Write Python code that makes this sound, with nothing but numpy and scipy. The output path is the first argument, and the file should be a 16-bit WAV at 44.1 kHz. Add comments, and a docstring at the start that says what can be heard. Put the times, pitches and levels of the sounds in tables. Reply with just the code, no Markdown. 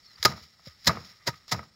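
"""Straw rustles and a far bird chirps, then four blows land: workers are threshing rice in an open field.
They beat bundles of stalks on a slatted wooden stand. The leading stalks tick, the bundle lands as a
dense swarm of cracks, the stand booms, its loose slats knock, and loosened grain sprays down.
Around the blows, straw scrapes over wood, and bundles and feet land softly in the quiet air."""
import sys
import numpy as np
from scipy import signal
from scipy.io import wavfile

SR = 44100
rng = np.random.default_rng(int(sys.argv[2]) if len(sys.argv) > 2 else 0)


def put_to_file(sound):
    """Save the sound as 16-bit audio at rate SR, in the file named by the first command-line argument."""
    columns = np.atleast_2d(sound).T  # one column per channel
    safe = np.clip(columns, -1, 1)
    whole_steps = np.round(safe * 32767)
    wavfile.write(sys.argv[1], SR, whole_steps.astype(np.int16))


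N = 77175
T = np.arange(N) / SR

# the tones the wooden slats ring with (pitch [Hz], level [dB], time to fade by 60 dB at damping 1 [s])
SLAT_MODES = [(471.4, -10, 0.2), (667, -3, 0.088), (796, -6.5, 0.047), (950, -3.5, 0.096), (1222, -16, 0.2),
              (1267, -1, 0.055), (1590, -11, .07), (1956, -13, .07), (2190, -9, .07)]
# tone colour of cracking stalks (frequency [Hz], level [dB])
CRACK_TONE = [(800, -26.5), (2000, -6.5), (2750, -15.5), (3400, -9), (3980, -2.5), (4400, -4), (5050, 2),
              (5550, -5.5), (6000, -9), (6900, -7.5), (8200, -24), (10500, -24.5), (12500, -16.5),
              (14200, -30), (16000, -13.5)]
# tone colour of loose straw and grain (frequency [Hz], level [dB])
STRAW_TONE = [(100, -24.5), (700, -16.5), (1000, -17), (1260, -6), (1550, -11), (2000, -3), (2600, -12),
              (3200, -8.5), (3900, -4), (4400, -4), (5000, 1), (5400, 2), (6100, -15), (7000, -9),
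              (8200, -35.5), (10500, -24), (12700, -20), (14200, -31), (16000, -10)]
CRACKS_PER_S, CRACK_SPREAD_DB = 14000, 3


def blow(s, crack_db, slap_db, thump_db, slat_db, slat_hz, frame_db, frame_fall, spray_db,
         hold, rise, fall):
    """Stalks crack and slap on the slats, the stand thumps and shudders, and grain sprays off."""
    # tone colours of the bundle's slap, the stand's thump and its shudder (frequency [Hz], level [dB])
    slap_tone = [(40, -31), (120, 4), (250, -3), (450, -1.5), (620, 1.5), (800, -6), (950, 5.5),
                 (1080, -6.5), (1250, 3.5), (1450, -4.5), (1700, -1), (2100, 1), (2550, -15.5), (5000, -28),
                 (12000, -34.5)]
    thump_tone = [(25, -33), (55, -17), (85, -2.5), (130, 2.5), (185, -4), (280, -14), (600, -52),
                  (3000, -66)]
    shudder_tone = [(25, -29.5), (55, -23.5), (85, 2.5), (130, -4.5), (185, -1.5), (260, -13), (400, -17),
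                    (700, -16), (1050, -18.5), (1255, -13), (1500, -19), (2100, -23), (2800, -29.5),
                    (8000, -83)]
    crack_shape = swell(s, rise, fall, hold) + amp(-19) * swell(s, rise, fall=0.023)
    crack = amp(crack_db) * burst(crack_shape, CRACK_TONE, CRACKS_PER_S, CRACK_SPREAD_DB)
    slap_shape = swell(s + 0.0016, rise, fall * 1.14, hold)
    slap = amp(slap_db) * burst(slap_shape, slap_tone, CRACKS_PER_S, spread_db=0)
    thump_shape = swell(s + 0.0037, rise=0.0049, fall=0.011)
    thump = amp(thump_db) * burst(thump_shape, thump_tone, CRACKS_PER_S, spread_db=-0.5)
    shudder_shape = swell(s + 0.015, rise=0.0053, fall=frame_fall)
    shudder = burst(shudder_shape, shudder_tone, per_s=1700, spread_db=0.5)
    frame = amp(frame_db) * (shudder + amp(2.5) * frame_boom(s))
    slats = amp(slat_db) * struck_slats(s, slat_hz)
    spray_shape = clumps() * swell(s + 0.005, rise=0.0068, fall=0.087)
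    spray = amp(spray_db) * burst(spray_shape, STRAW_TONE, per_s=4600, spread_db=2.5)
    return crack + slap + thump + frame + slats + spray


def frame_boom(s):
    """The stand's frame rings with a few low tones."""
    # the frame's tones (pitch [Hz], level [dB], time to fade by 60 dB [s])
    frame_modes = [(86, -11, .22), (123.9, -3, 0.203), (183, -6.5, 0.15), (221, -17, 0.38)]
    return ring(s, frame_modes, rise=0.003)


def struck_slats(s, hz, fade_s=0.094, rise=0.00067):
    """The slat that is hit rings at its own pitch, and the others join in more softly."""
    struck = ring(s, [(hz, 0, fade_s)], rise)
    return struck + amp(-9) * ring(s, SLAT_MODES, rise)


def slat_knocks():
    """Loose slats drop back on the frame and ring briefly."""
    # knocks as stalks brush the slats or the stand rebounds (time [s], level [dB])
    knocks = [(0.231, -35.5), (.314, -35.5), (.322, -35), (.377, -47.5), (.594, -56), (.8935, -18.5),
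              (.902, -24), (.909, -28.5), (.971, -33), (1.481, -51.5), (1.545, -29.5), (1.591, -33),
              (1.629, -44)]
    # tone colour of wood hitting wood (frequency [Hz], level [dB])
    knock_tone = [(100, -20), (400, -7.5), (900, -2), (1230, 7.5), (1550, -9), (2100, -7), (2600, -21.5),
                  (6000, -29), (14000, -50)]
    sound = np.zeros(N)
    for s, db in knocks:
        shape = swell(s + 0.00061, rise=0.00037, fall=0.003)
        hit = burst(shape, knock_tone, per_s=4700, spread_db=-1)
        ringing = amp(-5) * ring(s, SLAT_MODES, rise=0.00027, damping=1.8)
        sound += amp(db) * (hit + ringing)
    return sound


def stalk_snaps(treble_hz=9000):
    """Single dry stalks strike or break with a sharp tick."""
    # snapping stalks (time [s], level [dB], treble boost or cut [dB])
    snaps = [(0.2279, -18, -1), (0.229, -29, 1), (0.2365, -25, 12), (.241, -25, 3), (.846, -38, 5),
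             (0.858, -33, 8), (1.048, -47, -12), (1.4803, -42, -8.5), (1.493, -45, -12)]
    sound = np.zeros(N)
    for s, db, treble_db in snaps:
        tone = [(hz, level + treble_db * (hz > treble_hz)) for hz, level in CRACK_TONE]
        shape = swell(s, rise=0.0001, fall=0.0028)
        sound += amp(db) * burst(shape, tone, CRACKS_PER_S, CRACK_SPREAD_DB)
    return sound


def handled_straw():
    """Straw rustles when swept or shaken, and makes a duller scrape when dragged over wood."""
    # movements of the straw (time [s], level [dB], rise [s], fall [s])
    rustles = [(.05, -59, 0.29, 0.11), (.235, -45.5, 0.037, 0.0051), (0.676, -49, 0.028, .04),
               (.862, -43.5, 0.016, 0.014), (1.092, -50.5, 0.16, 0.055), (1.494, -47, 0.013, 0.018)]
    scrapes = [(.185, -56.5, 0.034, 0.011), (.236, -46, 0.014, .012), (.69, -59.5, 0.019, .03),
               (.855, -52.5, 0.01, 0.0084), (1.13, -55.5, 0.034, 0.013), (1.21, -58.5, .012, 0.06),
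               (1.345, -54.5, 0.03, 0.011), (1.41, -64.5, 0.037, 0.04)]
    # tone colour of straw on wood (frequency [Hz], level [dB])
    scrape_tone = [(200, -34), (700, -17.5), (1050, -10), (1255, -1), (1500, -9), (1980, -1.5),
                   (2500, -12.5), (4000, -18), (8000, -32.5)]
    return crackle(rustles, STRAW_TONE, steady_db=-64) + crackle(scrapes, scrape_tone, steady_db=-79.5)


def soft_landings(end_hz=74, sag_s=0.0076, plop_hz=545):
    """Bundles and feet land with a hollow plop and a low push that sags in pitch."""
    # landings (time [s], starting pitch [Hz], relative push level [dB], relative plop level [dB])
    landings = [(.197, 104, -47, -78), (.415, 88.5, -53, -77), (.669, 265, -42, -42.5)]
    sound = np.zeros(N)
    for s, start_hz, push_db, plop_db in landings:
        t = np.maximum(T - s, 0)
        hz = end_hz + (start_hz - end_hz) * np.exp(-t / sag_s)
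        push = amp(push_db) * glide(hz * (t > 0)) * np.exp(-t / 0.015)
        plop = amp(plop_db) * np.sin(2 * np.pi * plop_hz * t) * np.exp(-t / 0.005)
        fade_in = 1 - np.exp(-t / 0.0027)
        sound += 2 * (push + plop) * fade_in
    return sound


def far_bird(waver_hz=45):
    """A far bird sings faint, falling notes that waver in pitch."""
    # bird notes (time [s], length [s], starting pitch [Hz], ending pitch [Hz], level [dB])
    notes = [(0.027, 0.11, 4720, 3910, -57.5), (0.063, 0.0061, 5450, 5260, -48.5),
             (0.1574, 0.0056, 4790, 4680, -45.5)]
    sound = np.zeros(N)
    for s, length, start_hz, end_hz, db in notes:
        progress = np.clip((T - s) / length, 0, 1)
        hz = start_hz + (end_hz - start_hz) * progress + waver_hz * wander(seconds=0.0053)
        arch = np.sqrt(4 * progress * (1 - progress))
        sound += amp(db) * arch * glide(hz)
    return sound


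def field_air():
    """The open field gives a faint, steady rumble and hiss."""
    # tone colour of the air (frequency [Hz], level [dB])
    air_tone = [(25, 3), (55, -0.5), (90, 2), (180, -2.5), (300, -11), (700, -13), (1250, -16), (2000, -15),
                (3000, -25), (8000, -22), (16000, -53)]
    return amp(-67.5) * colour(rng.standard_normal(N), air_tone)


def burst(shape, tone, per_s, spread_db):
    """A swarm of impacts that follows a loudness shape and has the same energy as that shape."""
    swarm = colour(clicks(per_s, spread_db) * shape, tone)
    return unit(swarm) * np.sqrt(np.mean(shape ** 2))


def ring(s, modes, rise, damping=1, vary_db=2):
    """Fading tones of wood struck at time s; each strike mixes them a little differently."""
    t = np.maximum(T - s, 0)
    hz, db, fade_s = np.transpose(modes)[:, :, None]
    gain = amp(db + vary_db * rng.standard_normal(hz.shape))
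    waves = np.sin(2 * np.pi * (hz * t + rng.random(hz.shape)))
    fade_out = np.exp(-np.log(1000) * t * damping / fade_s)
    fade_in = 1 - np.exp(-t / rise)
    return np.sqrt(2) * (gain * waves * fade_out).sum(0) / np.linalg.norm(gain) * fade_in


def crackle(moves, tone, steady_db):
    """Fine, clumped clicks of straw that swell with each movement."""
    move_power = sum((amp(db) * swell(s, rise, fall)) ** 2 for s, db, rise, fall in moves)
    level = np.sqrt(amp(steady_db) ** 2 + move_power)
    return colour(level * clumps() * clicks(per_s=4500, spread_db=1.5), tone)


def clicks(per_s, spread_db):
    """Tiny impacts at random times; spread_db sets how much their sizes differ."""
    size = amp(spread_db * np.minimum(rng.exponential(1, N), 4))
    return unit(size * rng.choice([-1, 1], N) * (rng.random(N) < per_s / SR))


def clumps(depth_db=2.9):
    """The uneven loudness of straw and grain arriving in clumps."""
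    return unit(amp(depth_db * wander(seconds=0.024)))


def wander(seconds):
    """A random drift that changes over about this many seconds."""
    return unit(signal.lfilter([1], [1, -np.exp(-1 / (seconds * SR))], rng.standard_normal(N)))


def swell(s, rise, fall, hold=0):
    """A loudness shape that grows, holds around time s, then dies away."""
    before = (s - hold / 2 - T) / rise
    after = (T - s - hold / 2) / fall
    return np.exp(-np.maximum(np.maximum(before, after), 0))


def glide(hz):
    """A pure tone that follows a changing pitch."""
    return np.sin(2 * np.pi * np.cumsum(hz) / SR)


def colour(x, tone, size=8192):
    """Filters x to a tone colour: how strong its frequencies are compared with each other."""
    hz, db = np.transpose(tone)
    grid_hz = abs(np.fft.fftfreq(size, 1 / SR)) + 1
    log_gain = np.log(amp(np.interp(np.log(grid_hz), np.log(hz), db)))
    # this makes the filter ring only after a click, never before it
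    spectrum = np.exp(np.conj(signal.hilbert(log_gain)))
    response = np.fft.ifft(spectrum).real[:size // 2]
    return signal.fftconvolve(x, response / np.linalg.norm(response))[:N]


def amp(db):
    """Turns decibels into a multiplier."""
    return 10 ** (np.asarray(db) / 20)


def unit(x):
    """Scales x to an average (rms) level of 1."""
    return x / np.sqrt(np.mean(x ** 2) + 1e-20)


def scene():
    """The threshers and the bird over the quiet air of the field, in one channel."""
    # bundles hitting the stand (time [s], crack [dB], slap [dB], thump [dB], slat [dB], slat pitch [Hz],
    # frame [dB], frame shudder fall [s], grain spray [dB], crack hold [s], crack rise [s], crack fall [s])
    blows = [(0.2538, -14, -16, -31.5, -22.5, 1233, -30.5, .042, -40, 0.0064, 0.00078, 0.0034),
             (0.875, -14.5, -21.5, -20.5, -26, 1710, -30.5, 0.05, -44, 0.0044, 0.0027, 0.0051),
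             (1.278, -26.5, -27.5, -29.5, -34, 942, -51, 0.04, -50, 0.0092, 0.0038, 0.0073),
             (1.522, -24.5, -27, -34, -34.5, 741, -34, .045, -47, 0.0072, 0.0026, 0.0067)]
    air = field_air()
    beating = sum(blow(*row) for row in blows) + slat_knocks() + stalk_snaps()
    return (beating + handled_straw() + soft_landings() + far_bird() + air)[None]


def record(dry, low_cut_hz=44.4, high_cut_hz=15700):
    """A small microphone: its housing rings, and it loses the deepest bass and highest treble."""
    # narrow resonances of the housing (frequency [Hz], width [Hz], added level [dB])
    housing = [(1257, 39, 0), (1980, 43, -9), (3972, 64, -2), (4990, 48, -15.5), (5337, 83, -6),
               (5505, 46, 0)]
    wet = dry.copy()
    for hz, width, db in housing:
        wet += amp(db) * signal.lfilter(*signal.iirpeak(hz, hz / width, SR), dry)
    low_cut = signal.butter(2, low_cut_hz, "high", fs=SR, output="sos")
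    high_cut = signal.firwin(255, high_cut_hz, window=("kaiser", 9), fs=SR)
    return signal.oaconvolve(signal.sosfilt(low_cut, wet), high_cut[None], "same")


dry = scene()
out = record(dry)
put_to_file(out)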